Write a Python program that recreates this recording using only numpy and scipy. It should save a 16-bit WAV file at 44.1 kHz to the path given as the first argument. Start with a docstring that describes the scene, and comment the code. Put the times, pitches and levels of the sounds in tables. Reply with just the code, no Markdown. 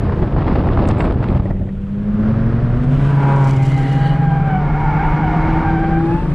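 """Wind thumps and crackles on a close microphone pair, inside a turbocharged car lapping at night with
the side window down; the jolts set off ticks and jingles. As the wind dies, the engine's firings boom
in the cabin and beat against a second car's engine outside. The intake growls, the turbo hisses, vents
and whistles, and the tyres stick and slip, squealing and scrubbing through a long corner over the road
roar. Near the end the microphones turn and the treble widens."""
import sys
import numpy as np
from scipy import signal
from scipy.fft import rfft, irfft
from scipy.io import wavfile
from scipy.ndimage import uniform_filter1d, minimum_filter1d, map_coordinates

SR = 44100
rng = np.random.default_rng(int(sys.argv[2]) if len(sys.argv) > 2 else 0)


def to_wav(s):
    """Save 16-bit WAV."""
    ch = np.atleast_2d(s).T  # columns
    pcm = np.round(np.clip(ch, -1, 1) * 32767)  # PCM
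    wavfile.write(sys.argv[1], SR, pcm.astype(np.int16))


N = 279594
TIME = np.arange(N) / SR


def engine(rate, level, booms, orders, waver_db, uneven_db, slip_rad=0.18):
    """The firing rate and its octave swell in cabin resonances; uneven firings blur the weaker lines."""
    hz, level_db = curves(rate) + curves(level)
    boom_db, octave_db = (level_db + np.interp(f, *np.transpose(booms)) for f in (hz, 2 * hz))
    phase = phase_of(hz)
    out = amp(boom_db + waver_db * walk(67)) * np.sin(phase)
    out += amp(octave_db + waver_db * walk(44)) * np.sin(2 * phase)
    boom_gain = np.hypot(amp(boom_db), amp(octave_db))
    for multiple, db in orders:
        gain = boom_gain * amp(db + uneven_db * walk(25))
        out += gain * np.sin(multiple * (phase + slip_rad * walk(28)) + rng.uniform(0, 2 * np.pi))
    return np.sqrt(2) * out


# Firing rate of the car we ride in: t/s, f/Hz
OWN_RATE = [(0, 130), (2.2, 133), (2.93, 140), (3.3, 138.7), (3.6, 133), (4.45, 142.5), (4.65, 147.5),
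            (5.0, 151.5), (5.45, 159.5), (6.05, 165.5), (6.34, 174)]
# How hard its engine works: t/s, level/dB
OWN_LOAD = [(0, -18.5), (2.15, -22.5), (2.4, -9), (2.799, -10.5), (2.92, -0.5), (3.6, 1), (4.0, -3.5),
            (6.15, -4.5), (6.3, -13)]
# Cabin response to it, at the microphones: f/Hz, level/dB
OWN_BOOM = [(134, -12), (143, -12.5), (152, -17), (168, -15), (255, -36), (272, -25), (286, -34),
            (305, -26.5), (320, -19.5), (336, -15), (350, -30)]
# Its weaker lines: multiple of the firing rate, level/dB against the boom
OWN_ORDERS = [(.5, -23.5), (1.5, -33), (2.5, -31), (3, -26), (4, -34), (5, -28.5), (7, -29)]

def own_engine():
    """Heard from on board, the exhaust booms and climbs slowly through the cabin's resonances."""
    return engine(OWN_RATE, OWN_LOAD, OWN_BOOM, OWN_ORDERS, waver_db=2.5, uneven_db=-0.5)


# Firing rate of the second car: t/s, f/Hz
OTHER_RATE = [(0, 86.67), (1.2, 92.9), (1.75, 97.2), (2.15, 104.7), (2.75, 120.6), (3.5, 144.7),
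              (4.2, 162.8), (4.42, 165), (4.8, 134.9), (5.2, 133.7), (6.34, 147.2)]
# How near it sounds: t/s, level/dB
OTHER_NEAR = [(0, -10.5), (1.249, -0.5), (1.52, 3.5), (1.8, 0), (2.3, 1), (4.42, -0.5), (4.6, -14.5),
              (6.34, 4)]
# Response of our cabin to it: f/Hz, level/dB
OTHER_BOOM = [(90, -30), (102, -31.5), (110, -18.5), (121, -18), (133, -30), (145, -28.5), (152, -23),
              (166, -18.5), (192, -29), (211, -17.5), (232, -26), (252, -21.5), (264, -47), (292, -35),
              (320, -44)]
# Its weaker lines: multiple of the firing rate, level/dB against the boom
OTHER_ORDERS = [(1.5, -25.5), (3, -22.5), (3.5, -30), (4, -24), (5, -23.5), (6, -29)]

def other_engine():
    """Outside, farther off, a second car pulls through a gear and shifts up."""
    return engine(OTHER_RATE, OTHER_NEAR, OTHER_BOOM, OTHER_ORDERS, waver_db=2.6, uneven_db=4.0)


def burp(at_s=4.56, hz=190, db=-19, half_s=.06):
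    """The second car's exhaust pipe swells briefly on its own note at the upshift."""
    return unit(np.sin(2 * np.pi * hz * TIME)) * amp(db) * bump(at_s, half_s)


# Front tyre's squeal, outside the car: t/s, f/Hz, level/dB
FRONT_TYRE = [(3.48, 840, -52), (3.53, 832, -28), (3.57, 814, -40), (3.6, 800, -26), (3.68, 805, -31.5),
              (3.71, 800, -38.5), (3.78, 797, -27), (3.86, 792, -31), (3.97, 802, -26), (4.05, 810, -24.5),
              (4.18, 815, -27.5), (4.3, 801, -23.5), (4.46, 785, -22.5), (4.57, 748, -21), (4.66, 708, -35),
              (4.73, 737.2, -34), (4.78, 783, -30.5), (4.88, 778, -27.5), (4.95, 730.2, -34),
              (5.02, 800, -22), (5.07, 735, -29), (5.17, 745, -30.5), (5.22, 798.6, -24),
              (5.26, 748.5, -20.5), (5.33, 715, -25.5), (5.44, 725, -32), (5.54, 789.6, -30),
              (5.63, 770, -26), (5.69, 805, -22), (5.77, 764, -21.5), (5.83, 795, -22), (5.89, 781.4, -27),
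              (5.96, 785, -19.5), (6.05, 820, -31), (6.1, 835, -26), (6.2, 878, -26), (6.26, 909, -37.5),
              (6.3, 942, -43.5)]
# Rear tyre's squeal, outside the car: t/s, f/Hz, level/dB
REAR_TYRE = [(4.5, 923, -58.5), (4.64, 920, -32), (4.75, 945, -43), (4.81, 955, -27), (4.84, 940, -31),
             (4.86, 882, -26), (4.96, 870, -22.5), (5.0, 860, -29.5), (5.05, 890, -20), (5.11, 925, -26.5),
             (5.17, 965, -29.5), (5.21, 925, -27), (5.3, 948, -30.5), (5.36, 930, -30.5),
             (5.44, 925, -28.5), (5.53, 888, -26), (5.58, 915, -22), (5.68, 930, -31.5), (5.78, 920, -36.5),
             (5.95, 970, -58)]
# Harmonics of the stick-slip cycle, fundamental first: level/dB
SQUEAL_HARMONICS = [7.5, -8.5, -22.5, -43]

def squeal(table, wander, ragged, flutter_db, bright_db, slide_bright_db=0, shrill_db=-21):
    """Tread sticks and slips at one pitch; in a slide its timing and strength jump about more."""
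    hz, db = curves(table)
    letting_go = slide() ** 2
    rough = .14 + .2 * letting_go
    hz = hz * (1 + rough * (.02 * walk(30.35) + wander * walk(60)))
    phase = phase_of(hz) + rough * ragged * walk(180)
    # Below shrill_db the overtones fade faster than the tone.
    overtone_db = bright_db + slide_bright_db * letting_go + 0.79 * np.minimum(db - shrill_db, 0)
    tone = np.sin(phase)
    for k, harmonic_db in enumerate(SQUEAL_HARMONICS[1:], 1):
        gain = amp(harmonic_db - SQUEAL_HARMONICS[0] + overtone_db + 2.6 * walk(72))
        tone += gain * np.sin((k + 1) * phase + k * .55 * walk(140))
    flutter = unit(amp(flutter_db * np.sqrt(rough) * walk(43)))
    return np.sqrt(2) * tone * flutter * amp(db) * (TIME > table[0][0])


# First rough screech of the corner: t/s, f/Hz, level/dB
SCREECH = [(3.0, 1022, -49.5), (3.1, 995.3, -34.5), (3.22, 968.5, -28), (3.4, 948, -24), (3.48, 936, -29),
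           (3.56, 894, -38), (3.7, 880, -65)]
# Its close tones: pitch ratio, level/dB
SCREECH_PARTIALS = [(.87, -6), (.97, -5.5), (1.04, -6.5), (1.16, -7.5), (1.3, -9.5), (1.462, -6.5),
                    (1.59, -9.5)]

def screech(wander=.008, smear_rad=0.72, flutter_db=1.5):
    """A rough screech of several close tones that sink together."""
    hz, db = curves(SCREECH)
    out = 0
    for ratio, partial_db in SCREECH_PARTIALS:
        phase = phase_of(ratio * hz * (1 + wander * walk(40))) + smear_rad * walk(170)
        out += amp(partial_db + flutter_db * walk(50)) * np.sin(phase)
    return unit(out) * amp(db) * (TIME > SCREECH[0][0])


# Path from outside into the cabin: f/Hz, level/dB
WINDOW = [(600, -3.5), (1000, 1), (1350, -8.5), (1590, 3.5), (1750, -4), (2200, 4), (2450, 2), (3000, 17.5),
          (4500, -5.5), (8000, -11)]

def cornering():
    """The screech and both tyres' squeals are coloured on their way in through the open window."""
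    front = squeal(FRONT_TYRE, wander=0.0249, ragged=0.57, flutter_db=3.5, bright_db=3, slide_bright_db=3)
    rear = squeal(REAR_TYRE, wander=0.014, ragged=1.7, flutter_db=3, bright_db=-6)
    return shape(front + rear + screech(), WINDOW)


def slide():
    """How far the tyres have let go, 0-1."""
    return swell(4.9, 5.57, rise_s=0.5, fall_s=0.31)


# Tread resonances: f/Hz, width/Hz, level/dB
TREAD_MODES = [(810, 110, 5.5), (1175, 130, 0), (1403, 110, 1.5), (1600, 230, -5.5), (2175, 100, -5)]

def scrub(db=-25.5, grain_db=0.5):
    """In the slide, many tread blocks slip out of step and excite the tread's resonances."""
    return resonate(noise() * amp(grain_db * walk(200)), TREAD_MODES) * amp(db) * slide()


# Force of the wind at the side window: t/s, level/dB
WIND_FORCE = [(0, -19), (.45, -17.5), (.88, -14), (1.12, -16), (1.27, -16.5), (1.42, -22), (1.66, -27),
              (1.82, -38.5)]
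# Flaps of air on top of it: t/s, half length/s, buffet lift/dB, crackle lift/dB
GUSTS = [(.045, 0.02, 0.5, 8), (.095, 0.0093, 2.5, 6), (0.123, 0.011, 5, 7), (0.199, 0.015, 4.5, 3),
         (0.228, 0.015, 7, 10), (0.273, .012, 2.5, 3), (0.352, 0.019, 4, 3.5), (.38, 0.029, 7, 9),
         (0.411, 0.025, 2, 7.5), (0.476, 0.022, 4.5, 13), (0.515, 0.018, 7, 12.5), (0.552, 0.022, 2, 8.5),
         (0.594, 0.023, 7, 9), (0.669, .022, 4.5, 5.5), (0.734, .018, 2, 8.5), (.78, .018, 2, 4.5),
         (0.828, 0.043, 4.5, 5.5), (0.895, 0.023, 4, 8), (0.957, 0.024, 0, 1), (1.009, 0.036, 1, 7),
         (1.062, .02, 3, 9), (1.108, .012, 2, 4.5), (1.161, 0.0049, 11.5, -5), (1.211, .014, 6, 3.5),
         (1.235, 0.024, -2, 5.5), (1.303, 0.016, 5, 6.5), (1.33, 0.025, 4, 7), (1.37, 0.017, 5.5, 9),
         (1.4, .01, 12, 13), (1.478, 0.03, 3.5, 5), (1.504, 0.0086, 7, 5), (1.613, 0.021, 5, 3)]
# Spectrum of the buffeting: f/Hz, level/dB
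BUFFET = [(12, -22.5), (25, -1.5), (70, 0.5), (120, 0), (200, -6.5), (320, -9), (500, -17.5), (900, -27),
          (1500, -80.5)]
# Spectrum of the crackle: f/Hz, level/dB
CRACKLE = [(200, -15.5), (380, 6.5), (600, 10.5), (1100, 5), (1600, -4.5), (2300, -10), (3300, -17.5),
           (5100, -26.5), (6000, -46), (8000, -44), (9500, -60.5), (12000, -72)]

def wind(eddy_db=0.73, tear_db=1.5, shelter_s=1.515):
    """Eddies thump right on the microphones and tear into crackle until the pair leaves the airstream."""
    force_db, = curves(WIND_FORCE)
    flaps = np.array([bump(s, half_s) for s, half_s, _, _ in GUSTS])
    thump_db, rip_db = np.transpose(GUSTS)[2:] @ flaps
    eddies = walk(90)
    bursts_db = 3 * walk(600)
    buffet = colour(noise() * amp(eddy_db * eddies), BUFFET) * amp(force_db + thump_db)
    crackle = colour(noise() * amp(tear_db * eddies + bursts_db), CRACKLE)
    crackle *= amp(1.53 * force_db - 7.5 + rip_db)  # grows faster with force than the buffeting
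    return buffet + crackle * swell(0, shelter_s, rise_s=1, fall_s=.02)


# Gulp of each cylinder: level/dB
CYLINDER_DB = [-6, -9, -3, -3]
# Intake resonances under load: f/Hz, width/Hz, level/dB
GROWL_MODES = [(416, 57, -1), (504, 250, -1), (800, 140, -1), (1050, 70, -4.5), (1514, 140, -3.5),
               (1440, 100, -4.5), (2250, 140, -13)]
# Intake resonances in the bark: f/Hz, width/Hz, level/dB
BARK_MODES = [(411, 40, 1), (537, 46, 4), (695, 90, -11), (812, 66, 9.5), (954, 84, 10.5), (1072, 73, -5),
              (1195, 72, -2), (1402, 45, -0.5), (1557, 52, -2.5), (2077, 89, -6), (2231, 94, -5)]

def intake(growl_db=-43, scatter_db=1.6, jitter_cycles=.007, puff_cycles=0.5):
    """Four unequal gulps with puffs of air ring the intake: a growl under load, a bark as revs sag."""
    cycles = np.cumsum(curves(OWN_RATE)[0]) / SR + jitter_cycles * walk(110)
    firing = cycles.astype(int)
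    size = amp(np.array(CYLINDER_DB)[firing % len(CYLINDER_DB)] + scatter_db * noise()[firing])
    gulps = unit(np.diff(firing, prepend=0) * size)
    air = unit(noise() * size * np.exp(-(cycles % 1) / puff_cycles))
    growl = resonate(gulps + air, GROWL_MODES) * amp(growl_db + curves(OWN_LOAD)[0])
    bark = resonate(gulps + amp(-6) * air, BARK_MODES)
    return growl + bark * swell(3.23, 3.46, rise_s=.07, fall_s=.065, db=-24)


# Turbo on boost: start t/s, end t/s, level/dB
BOOSTS = [(2.946, 3.85, -45), (5.348, 5.6, -59.5), (6.079, 6.303, -55.5)]
# Spectrum of the air in the ducts: f/Hz, level/dB
HISS = [(800, -35.5), (2200, 12), (3200, 8.5), (4500, -4.5), (6000, -7.5), (6900, -8.5), (8200, -8),
        (9500, -13.5), (11000, -19), (13000, -29.5), (15000, -39)]

def turbo_hiss(idle_db=-58.5, flutter_db=1):
    """Air hisses through the ducts on boost; off boost a faint flow follows the tyre roar."""
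    boost = sum(swell(start, end, rise_s=.13, fall_s=0.32, db=db) for start, end, db in BOOSTS)
    _, roar_db = curves(ROAD)
    flow = np.hypot(boost, amp(roar_db - 40) + amp(idle_db))
    return colour(noise(), HISS) * flow * amp(flutter_db * walk(70))


def turbo_whistle(start_s=3.5, end_s=4.1, rise_s=0.18, start_hz=2233, coast_hz=1794, coast_s=0.41):
    """The compressor gives a broken, breathy whistle that sinks as it coasts."""
    coasting_s = np.maximum(TIME - start_s, -2 * rise_s)
    hz = coast_hz + (start_hz - coast_hz) * np.exp(-coasting_s / coast_s)
    tone = unit(np.sin(phase_of(hz) + 1.6 * walk(270)))
    return tone * swell(start_s, end_s, rise_s, fall_s=0.19, db=-39) * amp(1.6 * walk(21))


# Squeaks of the turbo plumbing: t/s, f/Hz, level/dB
SQUEAKS = [(3.745, 2070, -34.5), (3.9, 2880, -45), (4.049, 4550, -56)]

def squeaks(smear_rad=0.71, half_s=0.046):
    """Air forced through a narrow gap makes short, wavering tones."""
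    return sum(unit(np.sin(2 * np.pi * hz * TIME + smear_rad * walk(150))) * amp(db) * bump(s, half_s)
               for s, hz, db in SQUEAKS)


# Spurts of vented boost: t/s, level/dB
SPURTS = [(3.362, -52), (3.385, -55), (3.417, -47), (3.446, -45), (3.474, -45), (3.492, -47), (3.511, -48),
          (3.535, -48), (3.568, -46), (3.627, -43.5), (3.659, -41.5), (3.688, -46), (3.718, -50),
          (3.745, -53), (3.778, -49), (3.803, -62), (3.824, -63), (3.88, -54), (3.895, -63), (3.924, -48),
          (3.948, -69), (3.982, -58)]
# Peaks of the rasp: f/Hz, width/Hz, level/dB
RASP_MODES = [(5100, 600, 3.5), (5960, 1300, 13), (6600, 940, -4.5), (7170, 840, 9.5), (7960, 670, 5),
              (8900, 910, 4.5), (9750, 600, -1.5), (10500, 600, -4), (11600, 1600, -6)]
# Duct resonances: f/Hz, width/Hz, level/dB
DUCT_MODES = [(2920, 63, 6.5), (3030, 120, 8), (3280, 54, -1.5), (3960, 130, 1.5), (4210, 200, 0.5),
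              (4350, 170, -4.5), (4840, 180, -10.5), (6100, 300, -13.5), (7240, 200, -14.5),
              (8000, 300, -13), (9100, 250, -13.5)]

def vent(flutter_db=2.5, throb_db=3.5):
    """Spare boost spurts and leaks out in a rasp that throbs with the firings and rings the ducts."""
    leak = swell(3.66, 4.08, rise_s=0.054, fall_s=0.15, db=-45)
    spurts = pulses(SPURTS, rise_s=.006, fall_s=.014)
    throb = amp(throb_db * np.sin(phase_of(curves(OWN_RATE)[0])))
    rasp = resonate(noise() * throb * amp(flutter_db * walk(220)), RASP_MODES)
    duct = resonate(noise() * throb * amp(flutter_db * walk(10)), DUCT_MODES)
    return rasp * (spurts + amp(-22) * leak) + duct * np.hypot(leak, spurts)


# Road noise in the cabin: t/s, rumble level/dB, roar level/dB
ROAD = [(0, -43, -28), (1.4, -29.5, -34), (1.62, -21.5, -44), (1.8, -28, -42), (2.05, -26.5, -34),
        (2.27, -21, -26), (2.85, -19.5, -27.5), (3.25, -22.5, -21.5), (3.8, -25, -27.5),
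        (4.4, -21.5, -27.5), (4.85, -19, -27), (5.3, -17.5, -23), (5.65, -18, -23.5), (6.34, -20, -27.5)]
# Spectrum of the body shell's rumble: f/Hz, level/dB
RUMBLE = [(12, -26), (24, 14.5), (35, 12), (50, 8.5), (75, 3.5), (110, 2.5), (150, 8), (220, -13),
          (320, -22), (600, -63.5)]
# Spectrum of the tyre roar: f/Hz, level/dB
ROAR = [(90, -8), (190, 12), (280, 4), (420, 2.5), (600, -2), (850, -6.5), (1200, -5), (1700, -9.5),
        (2300, -20), (3200, -28.5), (5000, -35.5), (6500, -48), (10000, -80)]

def road(grain_db=1):
    """Bumps shake the body shell around the microphones; the asphalt's grain roars in the tyres."""
    rumble_db, roar_db = curves(ROAD)
    rumble = colour(noise(), RUMBLE)
    roar = colour(noise() * amp(grain_db * walk(90)), ROAR)
    return rumble * amp(rumble_db) + roar * amp(roar_db)


# Ticks right at the microphones: t/s, peak level/dB, band f/Hz
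TICKS = [(0.096, -16, 865), (0.196, -27, 1100), (0.236, -36, 1290), (.555, -26, 1700), (.644, -20.5, 1000),
         (0.688, -17, 1640), (0.7737, -9, 1100), (.854, -18.5, 1790), (0.888, -19, 6760), (.912, -21, 2500),
         (1.005, -10.5, 1740), (1.011, -21, 1920), (1.053, -25, 1900), (1.123, -30, 2200),
         (1.187, -40, 2000), (1.2415, -21, 1900), (1.287, -24.5, 2170), (1.376, -31, 2080),
         (1.509, -23, 790)]

def ticks(decay_s=0.0023, snap_db=12, top_hz=10500):
    """Gusts jolt the handheld rig into dry cracks, each a snap with a brief noisy tail."""
    out = np.zeros(N)
    for s, db, hz in TICKS:
        age = TIME - s
        tail = noise() * (age > 0) * np.exp(-np.abs(age) / decay_s)
        snap = amp(snap_db) * np.diff(1. * (age > 0), prepend=0)
        band = signal.butter(3, [hz / 2, hz * 1.4], "bandpass", fs=SR, output="sos")
        crack = signal.sosfilt(band, snap + tail)
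        out += crack * amp(db) / np.abs(crack).max()
    return signal.sosfilt(signal.butter(10, top_hz, fs=SR, output="sos"), out)


# Knocks of the trim: t/s, level/dB
KNOCKS = [(1.457, -26), (1.507, -23), (1.548, -40), (1.566, -36), (1.612, -34), (1.632, -41), (1.67, -35.5),
          (1.69, -31)]
# Trim resonances: f/Hz, width/Hz, level/dB
KNOCK_MODES = [(570.4, 86, 5), (810, 220, -15), (1350, 200, -19), (1870, 150, -7.5)]

def knocks():
    """Loose trim nearby in the cabin chatters with a hollow ring."""
    return resonate(noise(), KNOCK_MODES) * pulses(KNOCKS, rise_s=.002, fall_s=0.0092)


# Clinks of something small and metal: t/s, level/dB
CLINKS = [(0.876, -47), (.985, -55), (1.006, -56), (1.046, -61), (1.125, -67), (1.2, -70), (1.23, -69),
          (1.283, -67), (1.313, -65), (1.37, -71), (1.445, -71), (1.5, -75)]
# Resonances of the metal: f/Hz, width/Hz, level/dB
CLINK_MODES = [(7570, 90, -6), (7700, 260, 2), (8780, 130, -2), (9500, 90, -6), (9890, 190, -14)]

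def jingle():
    """Loose bits of metal chatter faintly together and ring briefly after each jolt."""
    return resonate(noise(), CLINK_MODES) * pulses(CLINKS, rise_s=0.0037, fall_s=.02)


def amp(db):
    """Decibels to gain."""
    return 10 ** (np.asarray(db) / 20)


def unit(x):
    """Scale to rms 1."""
    return x / np.sqrt(np.mean(x ** 2))


def noise():
    """White noise."""
    return rng.standard_normal(N)


def walk(rate):
    """Smooth random drift that changes about rate times a second; rms 1."""
    f = np.fft.rfftfreq(N, 1 / SR)
    return unit(irfft(rfft(noise()) / (1 + (2 * f / rate) ** 4), N))


def phase_of(hz):
    """Running phase of a gliding pitch, in radians."""
    return 2 * np.pi * np.cumsum(hz) / SR


def curves(table):
    """Each column of a table of timed rows, for every sample."""
    s, *columns = np.transpose(table)
    return [np.interp(TIME, s, c) for c in columns]


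def bump(at_s, half_s):
    """Bell-shaped envelope peaking at 1."""
    return np.exp(-((TIME - at_s) / half_s) ** 2)


def swell(start_s, end_s, rise_s, fall_s, db=0):
    """Exponential attack up to start_s, hold at db, exponential release after end_s."""
    fade = np.maximum(start_s - TIME, 0) / rise_s + np.maximum(TIME - end_s, 0) / fall_s
    return amp(db) * np.exp(-np.minimum(fade, 60))


def pulses(table, rise_s, fall_s):
    """Envelope with a sharp peak at each (t/s, level/dB) row."""
    return sum(swell(s, s, rise_s, fall_s, db) for s, db in table)


def shape(x, points):
    """Filter by a response of (f/Hz, level/dB) points."""
    hz, db = np.transpose(points)
    f = np.maximum(np.fft.rfftfreq(N, 1 / SR), 1)
    return irfft(rfft(x) * amp(np.interp(np.log(f), np.log(hz), db)), N)


def colour(x, points):
    """Filter like shape, falling 36 dB an octave above the last point; rms 1."""
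    top_hz, top_db = points[-1]
    return unit(shape(x, list(points) + [(top_hz * 4, top_db - 72)]))


def resonate(x, modes):
    """Steep resonances (f/Hz, width/Hz, level/dB) side by side; rms 1."""
    out = 0
    for hz, width, db in modes:
        b, a = signal.iirpeak(hz, 2 * hz / (np.pi * width), fs=SR)
        out += amp(db) * unit(signal.lfilter(b, a, signal.lfilter(b, a, x)))
    return unit(out)


# Share of the sound that differs between left and right: f/Hz, level/dB
SPREAD = [(100, -70.5), (500, -67), (2000, -56), (4000, -37), (8000, -23), (12000, -10)]
# Extra share once the pair has turned: f/Hz, level/dB
TURNED_SPREAD = [(100, -37), (300, -25), (550, -12), (1200, -14.5), (2800, -3.5), (7000, 3), (10000, 6),
                 (13000, -16)]

def stereo(mid, spread_decay_s=.016, turn_s=(5.65, 6.1), left_db=1.05, left_lead_s=2e-5):
    """The treble differs faintly between left and right; after the turn the difference grows and left leads."""
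    diffusion = noise() * np.exp(-TIME / spread_decay_s)
    diffuse = signal.fftconvolve(mid, diffusion / np.linalg.norm(diffusion))[:N]
    turn = np.interp(TIME, turn_s, (0, 1))
    side = shape(diffuse, SPREAD) + turn * shape(diffuse, TURNED_SPREAD)
    right = map_coordinates(mid - side, [(TIME - left_lead_s * turn) * SR], mode="mirror")
    return np.array([mid + side, right]) * amp(left_db * np.array([turn, -turn]) / 2)


def scene():
    """Inside the car, by the open window: every source reaches both microphones nearly alike."""
    engines = own_engine() + other_engine() + burp()
    driving = cornering() + scrub() + road()
    breathing = intake() + turbo_hiss() + turbo_whistle() + squeaks() + vent()
    return stereo(engines + driving + breathing + wind() + jingle() + ticks() + knocks())


def record(dry, ceiling=.63, hold_s=0.037, top_hz=15100):
    """A limiter ducks smoothly around the loudest peaks; the top is cut."""
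    span = int(hold_s * SR)
    needed = np.minimum(1, ceiling / (np.abs(dry).max(axis=0) + 1e-9))
    held = minimum_filter1d(needed, span)
    gain = uniform_filter1d(uniform_filter1d(held, span // 2), span // 2)
    return signal.sosfilt(signal.ellip(8, .2, 70, top_hz, fs=SR, output="sos"), dry * gain)


dry = scene()
out = record(dry)
to_wav(out)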